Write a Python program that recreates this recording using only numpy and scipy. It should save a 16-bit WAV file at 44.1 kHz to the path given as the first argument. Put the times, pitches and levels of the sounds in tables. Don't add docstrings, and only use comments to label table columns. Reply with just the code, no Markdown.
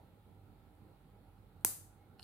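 import sys
import numpy as np
from scipy import signal
from scipy.fft import irfft
from scipy.io import wavfile
from scipy.ndimage import uniform_filter1d

SR = 44100
rng = np.random.default_rng(int(sys.argv[2]) if len(sys.argv) > 2 else 0)


def dump(signal):
    limited = np.clip(np.atleast_2d(signal).T, -1, 1)
    pcm = np.round(limited * 32767).astype(np.int16)
    wavfile.write(sys.argv[1], SR, pcm)


def attenuation_scalar(level_db):
    decades = np.asarray(level_db, float) / 20
    return 10 ** decades


N = 98651
SNAP_S = 1.64825

# f/Hz, level/dB, t60/s
PORT_RINGS = [
    [(6930, -12, .006), (9130, -10, 0.0072), (10620, -2.5, .004), (12820, 6, 0.0036), (13500, -16, 0.0088)],
    [(6860, -5, .005), (8650, 2.5, 0.0067), (10150, -1.5, .0035), (12400, -2.5, 0.0044),
     (13500, -11.5, 0.0085)],
]


def evened(x):
    return x / np.sqrt(np.mean(x ** 2) + 1e-30)


def read(points, hz):
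    f, value = np.transpose(points)
    return np.interp(np.log(hz + 1), np.log(f + 1), value)


def spikes(times, sizes):
    hz = np.fft.rfftfreq(N, 1 / SR)
    return irfft(np.asarray(sizes) @ np.exp(-2j * np.pi * np.outer(times, hz)), N)


def modes(table, turn=-1):
    rise_s = 0.00008
    t = np.arange(4096) / SR
    ring = np.zeros(4096)
    for k, (hz, db, t60) in enumerate(table):
        ring += turn ** k * attenuation_scalar(db - 60 * t / t60) * np.sin(2 * np.pi * hz * t)
    return ring * (1 - np.exp(-t / rise_s))


def hum(hz, width_hz):
    r = np.exp(-np.pi * width_hz / SR)
    noise = rng.standard_normal(N) + 1j * rng.standard_normal(N)
    slow = signal.lfilter([1 - r], [1, -r], noise)
    carrier = np.exp(2j * np.pi * hz * np.arange(N) / SR)
    return evened((slow * carrier).real)


def wash(colour, patchy_db, level_db):
    # f/Hz, correlation
    likeness = [(60, 0.91), (130, 0.69), (290, 0.99), (640, 0.54), (1410, 0.24), (3100, -0.082),
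                (6820, -0.04), (15000, 0.095)]
    # f/Hz, left over right/dB
    balance = [(60, -4), (110, -3.5), (200, -6.5), (380, -3), (700, -5.5), (1290, -5), (2380, -4.5),
               (4400, 4), (8120, -0.5), (15000, -3)]
    frames, hz = N // 256 + 5, np.fft.rfftfreq(1024, 1 / SR)
    a, b, c, d, patches = rng.standard_normal((frames, 513, 5)).T
    patches = uniform_filter1d(patches, size=10, axis=0)
    patches = evened(uniform_filter1d(patches, size=12, axis=1))
    same = np.clip(read(likeness, hz), -1, 1)[:, None]
    left = a + 1j * b
    right = same * left + np.sqrt(1 - same ** 2) * (c + 1j * d)
    colour_db = read(colour, hz) + np.outer([.5, -.5], read(balance, hz))
    z = np.array([left, right]) * attenuation_scalar(colour_db[..., None] + patchy_db * patches)
    x = signal.istft(z, nperseg=1024, noverlap=768)[1][:, :N]
    return attenuation_scalar(level_db) * x / np.std(x.mean(0))


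def hiss():
    # f/Hz, level per Hz/dB
    hiss_colour = [(590, -28), (1350, -1.5), (1590, -10), (2990, -13.5), (4100, -13.5), (5740, -28),
                   (11500, -17.5), (15800, -19.5)]
    return wash(hiss_colour, 1.2, -78)


def rumble_swell():
    # t/s, level/dB
    swell = [(0.0, -57), (0.17, -68), (0.53, -66.5), (0.69, -65.5), (1.08, -66), (1.22, -71), (1.3, -69),
             (1.76, -65.5), (2.0, -68.5), (2.23, -70)]
    s, db = np.transpose(swell)
    return np.interp(np.arange(N) / SR, s, db - db.mean())


def rumble():
    # f/Hz, level per Hz/dB
    rumble_colour = [(26, -36.5), (45, -5.5), (96, -3), (175, -9), (300, -13), (474, -14.5), (717, -22.5),
                     (820, -14.5), (1100, -27.5), (1430, -61.5)]
    return wash(rumble_colour, 1.7, -64) * attenuation_scalar(0.16 * rumble_swell())


def fan_drone():
    # f/Hz, width/Hz, level/dB
    drone_tones = [(47.3, 1.3, -68), (89.3, 3.4, -72), (98.45, 2.8, -66.5), (137.4, 7.8, -76.5),
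                   (194.3, 16, -78), (303.6, 5.2, -79.5), (770.5, 9.4, -81), (821, 14, -80),
                   (1319, 37, -88)]
    hums = np.array([attenuation_scalar(db) * hum(hz, width) for hz, width, db in drone_tones])
    swelling = hums[1:4].sum(0) * attenuation_scalar(rumble_swell())
    steady = hums[0] + hums[4:].sum(0)
    return (swelling + steady) * attenuation_scalar([[-2.2], [2.1]])


def far_squeal():
    # t/s, level/dB
    squeal_fade = [
        (1.96, -100),
        (2.0, -86.5),
        (2.1, -95),
        (2.14, -100),
    ]
    fade_db = np.interp(np.arange(N) / SR, *np.transpose(squeal_fade))
    return attenuation_scalar(fade_db) * hum(2170, 10)


def room(x):
    # f/Hz, level per Hz/dB
    tail_colour = [(200, -4), (883, -14), (2050, -18), (3500, -21), (5000, -12), (9930, -1), (14900, -6),
                   (15250, -40)]
    # f/Hz, left over right/dB
    tail_balance = [(60, -6.5), (110, -6.5), (200, -1.5), (380, 0), (700, -10), (1290, -2.5), (2380, 0.5),
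                    (4400, 5), (8120, -4), (15000, 12)]
    # f/Hz, t60/s
    tail_decay = [(500, 0.28), (1320, 0.46), (3480, 0.43), (6000, .42), (9190, 0.39), (12000, .35),
                  (15000, 0.33)]
    dip_hz, dip_width_hz, dip_db = 5500, 200, -10.5
    first_wall_s, build_s, near_db, fade_in_s = 0.0064, 0.0017, -10.5, 0.0026

    slots = np.arange(60, SR - 6, 6)
    at = slots + rng.integers(0, 6, (2, len(slots)))
    sizes = rng.choice([-1., 1.], at.shape) * rng.uniform(.3, 1, at.shape)
    taps = np.zeros((2, SR))
    np.put_along_axis(taps, at, sizes, axis=1)

    hz, t, z = signal.stft(taps, SR, nperseg=256)
    colour = read(tail_colour, hz) + np.outer([.5, -.5], read(tail_balance, hz))
    colour = colour + dip_db * np.exp(-((hz - dip_hz) / dip_width_hz) ** 2)
    decay_db = 60 * t / read(tail_decay, hz)[:, None]
    tail = signal.istft(z * attenuation_scalar(colour[..., None] - decay_db), SR, nperseg=256)[1]

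    t = np.arange(tail.shape[1]) / SR
    thin = np.clip(1 - (t - first_wall_s) / build_s, 0, 1)
    tail *= np.clip(t / fade_in_s, 0, 1) * attenuation_scalar(near_db * thin)
    return signal.fftconvolve(x[None], tail / np.linalg.norm(tail.mean(0)), axes=1)[:, :N]


def spring_ping():
    # t/s, level/dB, f/Hz, t60/s
    pings = [
        (2.2284, -45.5, 4400, .011),
        (2.2322, -55, 4500, .012),
    ]
    ratio, overtone_db, t60_share = 2.25, -7, 0.29
    out = 0
    for at, db, hz, t60 in pings:
        ring = modes([(hz, 0, t60), (ratio * hz, overtone_db, t60_share * t60)])
        out = out + signal.oaconvolve(spikes([at], [attenuation_scalar(db)]), ring)
    return out


def trigger_ticks():
    # t/s, level/dB, crack over knock/dB, left over right/dB
    tick_events = [(.752, -86, 12, -5), (1.381, -74, -16, 0), (1.434, -90, -15, 0), (1.6105, -77.5, 9.5, 0),
                   (2.187, -65, -18, -2), (2.1905, -71, -12, -2), (2.1948, -54.5, -11.5, -15),
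                   (2.1964, -46.5, -17.5, -6.5), (2.1975, -57, -15, -3), (2.2015, -71, -6, 5),
                   (2.2055, -60, -15, 8), (2.2222, -58, -6, -6), (2.2285, -57, -5, -9),
                   (2.2262, -64, -15, 6), (2.2365, -57, -10, -7)]
    # f/Hz, level/dB, t60/s
    trigger_body = [(800, -9.5, 0.024), (1460, -9, 0.026), (2870, -3.5, 0.012), (4210, -5, 0.02),
                    (5200, -8, .007)]
    ping_pan_db, room_db = 10, -0.5
    s, db, bright_db, pan_db = np.transpose(tick_events)
    ping = spring_ping()
    out = []
    for side, ring in zip((.5, -.5), PORT_RINGS):
        port_db = db + side * pan_db
        knock = signal.oaconvolve(spikes(s, attenuation_scalar(port_db)), modes(trigger_body))
        crack = signal.oaconvolve(spikes(s, attenuation_scalar(port_db + bright_db)), modes(ring))
        out.append((knock + crack + attenuation_scalar(side * ping_pan_db) * ping)[:N])
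    return np.array(out) + attenuation_scalar(room_db) * room(np.mean(out, axis=0))


def air_push():
    # delay/ms, sign, level/dB, width/ms
    push_bounces = [(-0.03, 1, 3, 0.08), (1.17, 1, -9, 0.07), (1.68, -1, -4, 0.14), (2.25, 1, -12, 0.2),
                    (2.9, 1, -15, .4), (3.45, 1, -13, 0.08)]
    t_ms = (np.arange(N) / SR - SNAP_S) * 1000
    bumps = np.zeros(N)
    for at, sign, db, width in push_bounces:
        bumps += sign * attenuation_scalar(db) * np.exp(-.5 * ((t_ms - at) / width) ** 2)
    return signal.lfilter(*signal.butter(2, 81, "high", fs=SR), bumps)


def snap():
    # delay/ms, sign, left level/dB, right level/dB
    snap_paths = [(0, 1, 5.5, 5.5), (.39, 1, -4, -8), (1.13, 1, -2.5, -7), (1.8, 1, -1.5, -1),
                  (2.79, 1, -7, -10), (3.45, 1, -11, -9)]
    # delay/s, level/dB
    wall_echoes = [(.009, -42), (0.012, -44.5), (0.0147, -35), (.0165, -32)]
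    snap_db, tail_db = -15.5, -6
    ms, sign, *port_levels = np.transpose(snap_paths)
    delay, wall_db = np.transpose(wall_echoes)
    walls = spikes(SNAP_S + delay, attenuation_scalar(wall_db))
    push = air_push()
    out = []
    for db, ring, push_db in zip(port_levels, PORT_RINGS, (-26.5, -23)):
        hits = spikes(SNAP_S + ms / 1000, sign * attenuation_scalar(db + snap_db)) + walls
        crack = signal.oaconvolve(hits, modes(ring, turn=0.9))[:N]
        out.append(attenuation_scalar(push_db) * push + crack)
    return np.array(out) + room(spikes([SNAP_S], [attenuation_scalar(tail_db)]))


def scene():
    background = hiss() + rumble() + fan_drone() + far_squeal()
    return background + trigger_ticks() + snap()


def low_pass(x):
    return signal.sosfilt(signal.butter(12, 16670, fs=SR, output="sos"), x)


def record(dry):
    low_cut = signal.butter(4, 43.4, "high", fs=SR, output="sos")
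    top_cut = signal.firwin(301, 15950, window=("kaiser", 8), fs=SR)[None]
    mix = signal.oaconvolve(signal.sosfilt(low_cut, dry), top_cut, "same")
    return low_pass(mix)


dry = scene()
out = record(dry)
dump(out)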